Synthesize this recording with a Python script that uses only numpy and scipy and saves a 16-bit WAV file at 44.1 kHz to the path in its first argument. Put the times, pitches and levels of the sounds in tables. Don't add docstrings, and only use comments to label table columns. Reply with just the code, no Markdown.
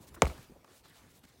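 import sys
import numpy as np
from scipy import signal
from scipy.fft import rfft, irfft, next_fast_len
from scipy.io import wavfile
from scipy.ndimage import uniform_filter1d

SR = 44100
rng = np.random.default_rng(int(sys.argv[2]) if len(sys.argv) > 2 else 0)


def int16_out(signal):
    q = np.round(np.clip(np.atleast_2d(signal).T, -1, 1) * 32767)
    wavfile.write(sys.argv[1], SR, q.astype(np.int16))


N = 61739

BUTT_S, BUTT_GAIN_DB = 0.2201, 1.5
LAG_CYCLES = 1.6
# pitch_hz, width_hz, relative_db
RAM_MODES = [(69.5, 31, 32), (158, 85, 24), (276, 80, 21), (395, 70, 21.5), (450, 63, 26.5),
             (534.6, 42, 23.5), (697.5, 160, 25), (889, 94, 23), (1112, 166, 21.5), (1330, 395, 18),
             (2162, 466, 17.5), (2876, 360, 7), (3570, 1100, 6), (7200, 2680, 8)]
def blow():
    gain = np.sqrt(sum((amp(db) * bump(hz, width)) ** 2 for hz, width, db in RAM_MODES))
    phase_cycles = LAG_CYCLES * np.log(bins() / 1000) + 0.73
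    return amp(BUTT_GAIN_DB) * causal(gain) * np.exp(-2j * np.pi * phase_cycles)


SOFTEN_ABOVE_HZ = 11400
# start_s, level_db, pitch_hz
HORN_CATCHES = [(0.2209, -11.5, 2612), (0.2228, -4.5, 6000)]
def horns(hit):
    give = 1 / np.sqrt(1 + (bins() / SOFTEN_ABOVE_HZ) ** 4)
    ticks = sum(play(amp(db) * causal(give * bump(hz, hz)), s) for s, db, hz in HORN_CATCHES)
    return play(hit * give, BUTT_S) + ticks


# delay_s, level_db
LOW_ECHOES = [(.047, -14.5), (0.084, -26)]
def low_echoes(thud):
    return sum(amp(db) * play(thud, BUTT_S + delay) for delay, db in LOW_ECHOES)


# start_s, level_db, cutoff_hz, smear_s
SLAPBACKS = [(0.2465, -24.5, 1500, 0.0038), (0.2542, -22, 6100, 0.00061), (0.2664, -27, 3000, 0.0013),
             (0.297, -28, 2500, 0.015)]
def echoes(hit, highs):
    out = np.zeros(N)
    for s, db, cutoff_hz, smear_s in SLAPBACKS:
        scatter = rng.choice([-1., 1.], N) * np.exp(-since(0) / smear_s)
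        colour = causal(highs / np.sqrt(1 + (bins() / cutoff_hz) ** 2))
        out += amp(db) * play(hit * colour * spectrum_of(scatter / np.linalg.norm(scatter)), s)
    return out


GROUND_DB, GROUND_T60_S = -23.5, 0.081
# frequency_hz, relative_db
GROUND_EQ = [(60, -4.5), (200, -0.5), (500, 6), (1000, -3.5), (2000, -5.5), (4000, -19.5), (7500, -25),
             (11000, -32.5), (16000, -23.5)]
def ground_scatter():
    t = since(BUTT_S)
    return amp(GROUND_DB - 60 * t / GROUND_T60_S) * (t > 0) * noise(eq(GROUND_EQ))


TAIL_DB, TAIL_RISE_S = -36, 0.03
# frequency_hz, relative_db
TAIL_EQ = [(30, -17.5), (65, 16.5), (130, 4.5), (400, 4), (1000, -7.5), (2000, -14.5), (4000, -15),
           (8000, -22), (12000, -26), (16000, -27.5)]
# frequency_hz, decay_s
TAIL_DECAY = [(60, .45), (400, 0.39), (1500, 0.64), (5000, 0.57), (14000, 0.7)]
def yard_tail():
    hz, frame_s, bands = signal.stft(noise(eq(TAIL_EQ)), SR, nperseg=512)
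    decay = amp(-60 * np.maximum(frame_s - BUTT_S, 0) / curve_at(TAIL_DECAY, hz)[:, None])
    tail = signal.istft(bands * decay, SR, nperseg=512)[1][:N]
    return amp(TAIL_DB) * (1 - np.exp(-since(BUTT_S) / TAIL_RISE_S)) * tail


# start_s, length_s, level_db, pitch_hz
HOOF_STEPS = [(0.0, 0.034, -54.5, 190), (0.108, 0.069, -55.5, 75.5), (0.144, 0.0046, -50, 1110),
              (0.16, 0.024, -53.5, 1200), (0.164, 0.036, -53, 298), (0.308, 0.028, -49, 540),
              (0.377, 0.036, -51.5, 126), (0.377, 0.014, -55, 970), (0.475, 0.082, -60.5, 73.5),
              (0.496, 0.017, -51.5, 270), (0.519, 0.0075, -48.5, 271), (0.558, 0.013, -55, 527),
              (0.598, 0.15, -67.5, 453), (0.644, 0.006, -53.5, 886), (0.677, 0.01, -60.5, 1120),
              (1.236, 0.024, -57.5, 188.4)]
def steps():
    out = np.zeros(N)
    for s, length, db, hz in HOOF_STEPS:
        age = 3 * since(s) / length
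        shape = age * np.exp(1 - age)
        push = shape * noise(bump(hz, width=0.98 * hz))
        out += amp(db) * push * np.linalg.norm(shape) / np.linalg.norm(push)
    return out


GRAINS_PER_S, GRAIN_SPREAD_DB, TILT_PIVOT_HZ = 9000, 2, 3500
CREAK_HZ, CREAK_WIDTH_HZ, CREAK_SAG_HZ_PER_S = 4140, 1000, 11000
# frequency_hz, relative_db
SNOW_EQ = [(100, 4.5), (500, 2), (1500, 5), (2800, -0.5), (4200, -0.5), (8000, -3.5), (12000, -10),
           (16000, -10.5)]
# start_s, length_s, level_db, tilt_db_per_octave, creak_amount
HOOF_SCUFFS = [(0.0, 0.062, -60.5, 5.5, 0.33), (0.065, 0.035, -57, 4, 0.15), (0.138, 0.023, -53, 6.5, 0),
               (0.267, 0.019, -48, 3.5, 0.67), (0.375, 0.099, -63, 2, 0.42), (0.645, 0.14, -65, 0, 0.11),
               (0.714, 0.11, -62.5, 4, 0.28), (0.833, 0.042, -59, -1, 0.6), (0.847, 0.096, -64, 0, .9),
               (0.921, 0.1, -61.5, 2, 0.7), (0.968, 0.14, -62, -4, 0.19), (1.081, 0.057, -66, 4.5, .1),
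               (1.124, 0.078, -64.5, 4.5, 0.34), (1.229, 0.031, -62.5, 0, 0),
               (1.255, 0.065, -65.5, 1, 0.38), (1.304, 0.044, -71, -1, 0.3)]
def scuffs():
    out, snow = np.zeros(N), eq(SNOW_EQ)
    octaves = np.log2(np.maximum(bins(), 200) / TILT_PIVOT_HZ)
    for s, length, db, tilt_db, creak_amount in HOOF_SCUFFS:
        grains = (rng.random(N) < GRAINS_PER_S / SR) * rng.choice([-1, 1], N)
        sizes = amp(GRAIN_SPREAD_DB * np.minimum(rng.exponential(1, N), 4))
        crunch = play(spectrum_of(grains * sizes) * snow * amp(tilt_db * octaves))
        t = np.minimum(since(s), length)
        creak = resonate(crunch, CREAK_HZ - CREAK_SAG_HZ_PER_S * t, CREAK_WIDTH_HZ)
        swell = np.sin(np.pi * t / length)
        out += amp(db) * swell * unit_rms(crunch + 2 * creak_amount * creak)
    return out


# start_s, level_db
CRUST_SNAPS = [(0.148, -52.5), (0.207, -69), (0.378, -53), (0.645, -56.5), (1.238, -55.5), (1.252, -54.5)]
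def snaps():
    return bursts(CRUST_SNAPS, decay_s=0.003) * noise(eq(SNOW_EQ))


CRUMB_HZ = 11610
# start_s, level_db
CRUMB_TICKS = [(0.429, -55.5), (0.476, -65), (0.574, -76), (0.883, -63), (0.897, -60), (1.173, -63.5),
               (1.192, -60), (1.288, -62)]
def crumbs():
    return bursts(CRUMB_TICKS, decay_s=0.0025) * noise(bump(CRUMB_HZ, width=CRUMB_HZ / 2))


AIR_PATCH_DB = 3
# frequency_hz, relative_db
AIR_EQ = [(20, -15), (40, -8), (65, 2.5), (140, -2), (300, -2), (700, -7), (1500, -13), (3000, -18),
          (8000, -22.5), (16000, -25.5)]
# time_s, level_db
AIR_FADER = [(0, -62), (0.301, -58), (0.58, -65), (0.8, -66), (0.969, -61.5), (1.119, -63), (1.211, -65),
             (1.28, -65.5), (1.4, -61.5)]
def air():
    bands = signal.stft(noise(eq(AIR_EQ)), nperseg=1024)[2]
    flicker = uniform_filter1d(rng.standard_normal(bands.shape), size=12, axis=0)
    patches = unit_rms(uniform_filter1d(flicker, size=5, axis=1))
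    wash = signal.istft(bands * amp(AIR_PATCH_DB * patches), nperseg=1024)[1][:N]
    return unit_rms(wash) * amp(np.interp(since(0), *np.transpose(AIR_FADER)))


def amp(db):
    return 10 ** (np.asarray(db) / 20)


def unit_rms(x):
    return x / np.sqrt(np.mean(x ** 2) + 1e-20)


def since(s):
    return np.maximum(np.arange(N) / SR - s, 0)


def bursts(events, decay_s):
    return sum(amp(db) * (since(s) > 0) * np.exp(-since(s) / decay_s) for s, db in events)


def bins():
    return np.fft.rfftfreq(2 * next_fast_len(N), 1 / SR) + 1e-3


def curve_at(points, hz):
    f, value = np.transpose(points)
    return np.interp(np.log(hz + 1), np.log(f + 1), value)


def eq(points):
    return amp(curve_at(points, bins()))


def bump(hz, width):
    return 1 / (1 + (2 * (bins() - hz) / width) ** 2)


def causal(gain):
    log = np.log(np.maximum(gain, 1e-5))
    mirrored = np.r_[log, log[-2:0:-1]]
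    return np.exp(np.conj(signal.hilbert(mirrored)))[:len(gain)]


def spectrum_of(x):
    return rfft(x, 2 * next_fast_len(N))


def play(spectrum, s=0):
    return irfft(spectrum * np.exp(-2j * np.pi * bins() * s))[:N]


def noise(gain):
    return unit_rms(play(spectrum_of(rng.standard_normal(N)) * gain))


def resonate(x, hz, width):
    turn = np.exp(2j * np.pi * np.cumsum(hz) / SR)
    pole = np.exp(-np.pi * width / SR)
    return 2 * (turn * signal.lfilter([1 - pole], [1, -pole], x / turn)).real


CROSSOVER_HZ = 354
def scene():
    hit = blow()
    lows = 1 / (1 + (bins() / CROSSOVER_HZ) ** 4)
    collision = horns(hit) + low_echoes(hit * lows)
    yard = echoes(hit, highs=1 - lows) + ground_scatter() + yard_tail()
    footwork = steps() + scuffs() + snaps() + crumbs()
    return (collision + yard + footwork + air())[None]


LOW_CUT_HZ, HIGH_CUT_HZ = 30, 16100
def record(dry):
    low_cut = signal.butter(3, LOW_CUT_HZ, "high", fs=SR, output="sos")
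    high_cut = signal.firwin(255, HIGH_CUT_HZ, window=("kaiser", 9), fs=SR)
    return signal.oaconvolve(signal.sosfilt(low_cut, dry), high_cut[None], "same")


dry = scene()
out = record(dry)
int16_out(out)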